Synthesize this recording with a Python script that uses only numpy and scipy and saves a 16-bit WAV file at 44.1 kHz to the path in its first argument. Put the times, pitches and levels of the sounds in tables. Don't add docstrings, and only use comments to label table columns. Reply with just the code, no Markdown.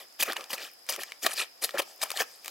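import sys
import numpy as np
from scipy import signal
from scipy.fft import rfft, irfft, next_fast_len
from scipy.io import wavfile
from scipy.ndimage import uniform_filter1d, map_coordinates

SR = 44100
rng = np.random.default_rng(int(sys.argv[2]) if len(sys.argv) > 2 else 0)


def dump_mix(stems):
    frames = np.atleast_2d(stems).T
    limited = np.clip(frames, -1, 1)
    pcm = np.round(limited * 32767).astype(np.int16)
    wavfile.write(sys.argv[1], SR, pcm)


N = 110250
TIME = np.arange(N) / SR

# peak_s, swell_s, fade_s, pockets_db, bubbles_db, spray_db, bubble_pitch_hz
SQUELCHES = [ (.005, 0.0063, 0.032, -52, -48, -49.5, 2420), (0.209, 0.011, 0.018, -38, -29, -27, 2580),
             (0.232, 0.0042, 0.0048, -30.5, -28.5, -21, 2520), (0.265, 0.016, 0.025, -50, -40, -41, 2220),
             (0.286, 0.0079, 0.017, -33.5, -34.5, -58, 1290),
             (0.303, 0.012, 0.024, -37.5, -33.5, -43.5, 1560),
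             (0.369, 0.0086, 0.0088, -39, -35, -45.5, 2420), (0.386, 0.02, 0.061, -46.5, -46, -50, 1200),
             (0.512, 0.012, 0.011, -41, -39, -37, 3530), (0.537, 0.0096, 0.014, -36.5, -36.5, -32, 2080),
             (0.617, 0.068, 0.013, -50, -43.5, -47, 2080), (0.637, 0.024, 0.04, -51.5, -41.5, -43.5, 2680),
             (0.897, 0.0061, 0.013, -37, -34.5, -27, 3280), (0.94, 0.043, 0.022, -47, -38.5, -37.5, 2310),
             (0.989, 0.01, 0.0072, -38, -49, -63, 1800), (1.016, 0.021, 0.021, -46.5, -40.5, -40.5, 3030),
             (1.10, 0.077, 0.05, -59, -54, -52, 2900), (1.24, 0.014, 0.01, -44.5, -37.5, -31, 2480),
             (1.250, 0.0049, 0.0075, -34, -32, -34.5, 1900),
             (1.266, 0.0073, 0.0089, -30.5, -26.5, -29.5, 1780),
             (1.297, 0.015, 0.013, -45.5, -41.5, -44, 1690), (1.321, 0.016, 0.0072, -51, -38, -36, 2400),
             (1.336, 0.0059, 0.0067, -41.5, -43.5, -33, 2800), (1.407, 0.038, 0.023, -45, -28.5, -31, 3300),
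             (1.42, 0.0031, 0.017, -41, -41, -55, 2030), (1.629, 0.0092, 0.016, -43.5, -39, -32, 3230),
             (1.644, 0.0066, 0.011, -37, -29.5, -24, 3140), (1.685, 0.029, 0.041, -55.5, -50, -48.5, 2500),
             (1.751, 0.011, 0.033, -36.5, -41, -51, 1290), (1.795, 0.012, 0.0086, -35.5, -30, -29, 2130),
             (1.799, 0.0091, 0.0062, -26.5, -28, -43, 1340), (1.82, 0.0027, 0.01, -42.5, -40.5, -41, 3550),
             (1.89, .041, 0.067, -57.5, -60, -51.5, 3020), (2.018, 0.0024, 0.003, -50, -30.5, -33, 2420),
             (2.037, 0.015, 0.0034, -32.5, -32.5, -25.5, 2200),
             (2.056, 0.044, 0.017, -44.5, -45, -43, 2280), (2.111, 0.031, 0.053, -54, -47, -45.5, 2300),
             (2.175, 0.019, 0.011, -43, -36, -38, 3330), (2.213, 0.022, 0.013, -32, -27, -27.5, 1950),
             (2.30, 0.052, 0.12, -64.5, -62, -52.5, 2380), (2.474, 0.036, 0.1, -58, -51.5, -47.5, 2720), ]
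# start_s, level_db, cavity_pitch_hz, crack_re_cavity_db (both dB before the trims below)
SNAPS = [(0.2253, -15.5, 2560, 5), (.322, -17, 3950, -16), (0.3317, -20.5, 1520, -1.5),
         (0.3666, -15, 2320, -26), (0.409, -23.5, 2590, -22), (0.4407, -27.5, 3820, -10),
         (0.504, -27, 2700, -13), (0.531, -17.5, 2090, -7.5), (0.581, -24.5, 2260, -7),
         (0.866, -39.5, 8900, -1), (0.8893, -17.5, 3520, -9), (0.924, -19.5, 5630, -11),
         (.962, -30, 2310, 8), (1.034, -23, 2000, 3), (1.1201, -19, 2270, -40), (1.2619, -20, 1850, 3),
         (1.2652, -8, 2010, -1), (1.6448, -25, 4840, 6), (1.692, -20, 1820, -18), (1.708, -28, 3700, -16),
         (1.783, -16, 2850, -24), (2.014, -45, 4140, 11), (2.1041, -23, 1990, 6), (2.1164, -29.5, 2500, 13),
         (2.173, -15.5, 3500, -10), (2.446, -35.5, 2450, 7.5), (2.459, -38, 2530, 14),
         (2.480, -32.5, 3030, 12.5)]
# start_s, level_db, start_pitch_hz, ring_t60_s
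PLOPS = [(.228, -18, 2480, 0.029), (.279, -27, 1244, .025), (0.2989, -23.5, 1830, 0.02),
         (.386, -35, 555, 0.036), (.980, -30.5, 365, 0.057), (0.994, -25.5, 1840, 0.011),
         (1.2448, -25, 1870, 0.018), (1.2622, -11.5, 1120, 0.011), (1.264, -18, 680, 0.023),
         (1.7405, -23, 553, 0.044), (1.756, -32, 1700, 0.01), (1.769, -24, 470, 0.0071),
         (1.774, -11, 1650, 0.0078), (1.793, -18, 1230, 0.012), (1.7965, -20, 573, .02),
         (2.139, -28.5, 793, 0.035), (2.2015, -21, 3280, 0.019), (2.202, -24, 728, 0.044)]
# pitch_hz, level_db
POCKET_COLOUR = [(220, -9.5), (330, -0.5), (460, -1.5), (660, -1), (900, 10.5)]
BUBBLE_COLOUR = [(900, -29), (1200, 0), (1800, -1), (2500, -0.5), (3300, 1), (4200, 1)]
SPRAY_COLOUR = [(4500, 4.5), (6000, -1.8), (8500, -5.5), (11500, 4), (15000, 0.5)]
# pitch_hz, level_db
HOLLOW = [(1190, -19.5), (2450, -11.5), (3250, -4.5), (4800, -9)]
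# time_s, left_minus_right_db
PAN = [(.3, -2.1), (.95, -1.6), (1.4, -1.7), (1.75, -0.9), (2.1, -1)]
# frequency_hz, left_minus_right_db
LEFT_LOUDER = [(200, 2), (700, 2), (1300, 2.5), (2400, 1.5), (4400, 4.5), (8000, 6), (15000, 4)]
# frequency_hz, right_lead_rad
RIGHT_LEADS = [(100, 0), (500, 0.5), (950, 0.66), (2400, 0.3), (3900, 0.11), (5000, 0.42), (8000, 0.43),
               (15000, 0.67)]
# (dB per Hz, relative)
AIR = [(30, -19), (120, -11.5), (300, 0), (700, 6), (1000, 1.5), (1800, 0.5), (3000, -2), (4300, -3),
       (6500, -4.5), (9500, -6), (11500, -1), (16000, -10.5)]

SWELL_SHAPE, FADE_SHAPE = 1.99, 1.37
BUBBLE_RANGE_OCT, PITCH_FALL_OCT_PER_S = 1, 4.8
MIST_HZ, MIST_LOSS_DB_PER_S = 9000, 113
# bursts per s for each size, cycles rung, spread of strength in dB, share bursting together
POCKET_GRAIN = (70, 15, 2.5, .2)
BUBBLE_GRAIN = (110, 30, 3.8, .18)
SPRAY_GRAIN = (600, 26, 4.2, .22)
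CLUMP_PER_S, CLUMP_DB = 45, 3
STRETCH_PER_S, STRETCH_SHARE = 20, .08

SNAP_DB, SNAP_DECAY_S, SNAP_CYCLES = -11.5, 0.0018, 7.7
CRACK_DB, CRACK_BAND_HZ = 1, (690, 15000)
PLOP_ATTACK_CYCLES, PLOP_RISE_PER_S = 1.56, 3.7
SETTLING_DB, SETTLING_PER_S, SETTLING_SPREAD_DB, SETTLING_CYCLES = -66.5, 11, 2.5, 14

HOLLOW_WIDTH_HZ = 73
LOW_CUT_HZ = 132
GROUND_ECHO_S, GROUND_ECHO_DB, GROUND_DULL_HZ = .00166, -7, 3500
TAIL_DB, TAIL_T60_S, TAIL_DULL_HZ = -15, 0.28, 5540
AIR_DB = -57.5
INSECT_HZ, INSECT_WIDTH_HZ, INSECT_DB = 5050, 270, -58
CUTOFF_HZ = 16000


def squelches():
    power, octave, mist = np.zeros((3, N)), np.zeros(N), np.zeros(N)
    for peak_s, swell, fade, *levels_db, hz in SQUELCHES:
        t = TIME - peak_s
        before = (np.abs(t) / swell) ** SWELL_SHAPE
        after = (np.abs(t) / fade) ** FADE_SHAPE
        envelope = np.exp(-np.minimum(np.where(t < 0, before, after), 20))
        flow = (from_db(levels_db)[:, None] * envelope) ** 2
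        power += flow
        mist += flow[2] * from_db(-MIST_LOSS_DB_PER_S * swell)
        octave += flow[1] * (np.log2(hz) - PITCH_FALL_OCT_PER_S * np.clip(t, -swell, 2 * fade))
    centre = octave / power[1]

    def near_centre(hz):
        return 1 / (1 + ((np.log2(hz) - centre) / BUBBLE_RANGE_OCT) ** 2)

    pockets = swarm(POCKET_COLOUR, POCKET_GRAIN, even_s=.011)
    bubbles = swarm(BUBBLE_COLOUR, BUBBLE_GRAIN, even_s=.007, weight=near_centre)
    spray = swarm(SPRAY_COLOUR, SPRAY_GRAIN, even_s=.005)
    hz = np.arange(N // 2 + 1) * SR / N
    finest = irfft(rfft(spray) * (hz > MIST_HZ), N)
    spray = spray + (mist / power[2] - 1) * finest
    return np.sum(np.sqrt(power) * [pockets, bubbles, spray], axis=0)


def swarm(colour, grain, even_s, weight=lambda hz: 1, count=14):
    per_s, cycles, spread_db, together = grain
    lowest_hz, highest_hz = colour[0][0], colour[-1][0]
    shared, out = bursts(per_s, spread_db), 0
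    clock = np.cumsum(1 + STRETCH_SHARE * drift(STRETCH_PER_S))
    for hz in np.geomspace(lowest_hz, highest_hz, count):
        clicks = bursts(per_s, spread_db) + together * shared * rng.standard_normal(N)
        clumped = clicks * from_db(CLUMP_DB * drift(CLUMP_PER_S))
        rings = resonate(clumped, hz, cycles)
        gliding = map_coordinates(rings, [clock], order=3, mode="mirror")
        out = out + from_db(at_hz(colour, hz)) * weight(hz) * rms_one(gliding)
    low_cut = signal.butter(3, lowest_hz * 1.154, "high", fs=SR, output="sos")
    out = rms_one(signal.sosfilt(low_cut, out))
    size = int(even_s * SR) + 1
    running_power = uniform_filter1d(uniform_filter1d(out ** 2, size), size)
    return out / np.sqrt(running_power + 1e-4)


def snaps():
    out, t = np.zeros(N + SR), TIME[:SR // 20]
    crack_band = signal.butter(2, CRACK_BAND_HZ, "band", fs=SR, output="sos")
    for start_s, level_db, hz, crack_re_cavity_db in SNAPS:
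        tear = rng.standard_normal(len(t)) * np.exp(-t / SNAP_DECAY_S)
        cavity = resonate(tear, hz, SNAP_CYCLES)
        crack = signal.sosfilt(crack_band, tear)
        snap = rms_one(cavity) + from_db(CRACK_DB + crack_re_cavity_db) * rms_one(crack)
        i = int(start_s * SR)
        out[i:i + len(t)] += from_db(level_db + SNAP_DB) * snap * np.sqrt(SNAP_DECAY_S / t[-1])
    return out[:N]


def plops():
    out = np.zeros(N)
    for start_s, level_db, hz, t60 in PLOPS:
        t = np.clip(TIME - start_s, 0, 2 * t60)
        decay = from_db(level_db - 60 * t / t60)
        attack = 1 - np.exp(-(t * hz / PLOP_ATTACK_CYCLES) ** 2)
        cycles = hz * (t + PLOP_RISE_PER_S * t * t / 2)
        out += decay * attack * np.sin(2 * np.pi * cycles)
    return out


def settling():
    ticks = 0
    for hz in np.geomspace(2000, 13000, 7):
        ticks = ticks + resonate(bursts(SETTLING_PER_S, SETTLING_SPREAD_DB), hz, SETTLING_CYCLES)
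    return from_db(SETTLING_DB) * rms_one(ticks)


def hollow(x):
    out = x
    for hz, level_db in HOLLOW:
        b, a = signal.iirpeak(hz, hz / HOLLOW_WIDTH_HZ, fs=SR)
        out = out + from_db(level_db) * signal.lfilter(b, a, x)
    return out


def outdoors(x):
    size = next_fast_len(N + SR)
    hz = np.arange(size // 2 + 1) * SR / size
    delay = np.exp(-2j * np.pi * hz * GROUND_ECHO_S)
    bounce = from_db(GROUND_ECHO_DB) * delay / (1 + (hz / GROUND_DULL_HZ) ** 2)
    near = rfft(x, size) * (1 + bounce)
    left = from_db(at_hz(LEFT_LOUDER, hz) / 2) * np.exp(-.5j * at_hz(RIGHT_LEADS, hz))
    fading_noise = rng.standard_normal((2, SR)) * from_db(-60 * TIME[:SR] / TAIL_T60_S)
    scatter = rms_one(fading_noise) / np.sqrt(SR)
    tail = from_db(TAIL_DB) * rfft(scatter, size) / (1 + 1j * hz / TAIL_DULL_HZ)
    return irfft(near * (np.array([left, 1 / left]) + tail), size)[:, :N]


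def background():
    hz = np.arange(N // 2 + 1) * SR / N
    air = irfft(rfft(rng.standard_normal((2, N))) * from_db(at_hz(AIR, hz)), N)
    insect_band = 1 / (1 + ((hz - INSECT_HZ) / INSECT_WIDTH_HZ) ** 2)
    insects = irfft(rfft(rng.standard_normal((2, N))) * insect_band, N)
    return from_db(AIR_DB) * rms_one(air) + from_db(INSECT_DB) * rms_one(insects)


def bursts(per_s, spread_db):
    sizes = from_db(spread_db * np.minimum(rng.exponential(1, N), 4))
    signs = rng.choice([-1, 1], N)
    return sizes * signs * (rng.random(N) < per_s / SR)


def resonate(x, hz, cycles):
    r = from_db(-60 * hz / (cycles * SR))
    gain = (1 - r * r) / 2
    poles = [1, -2 * r * np.cos(2 * np.pi * hz / SR), r * r]
    return signal.lfilter([gain, 0, -gain], poles, x + 1e-18)


def drift(per_s):
    r = np.exp(-2 * np.pi * per_s / SR)
    lead_in = SR // 4
    wander = signal.lfilter([1], [1, -2 * r, r * r], rng.standard_normal(N + lead_in))
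    return rms_one(wander[lead_in:])


def from_db(db):
    return 10 ** (np.asarray(db) / 20)


def rms_one(x):
    return x / np.sqrt(np.mean(x ** 2) + 1e-20)


def at_hz(points, hz):
    f, value = np.transpose(points)
    return np.interp(np.log(hz + 1e-9), np.log(f), value)


def scene():
    low_cut = signal.butter(2, LOW_CUT_HZ, "high", fs=SR, output="sos")
    mud = signal.sosfilt(low_cut, hollow(squelches() + snaps()) + plops() + settling())
    pan_db = np.interp(TIME, *np.transpose(PAN))
    boots = outdoors(mud) * from_db([pan_db / 2, -pan_db / 2])
    return boots + background()


def record(dry):
    return signal.sosfilt(signal.ellip(10, .2, 80, CUTOFF_HZ, fs=SR, output="sos"), dry)


dry = scene()
out = record(dry)
dump_mix(out)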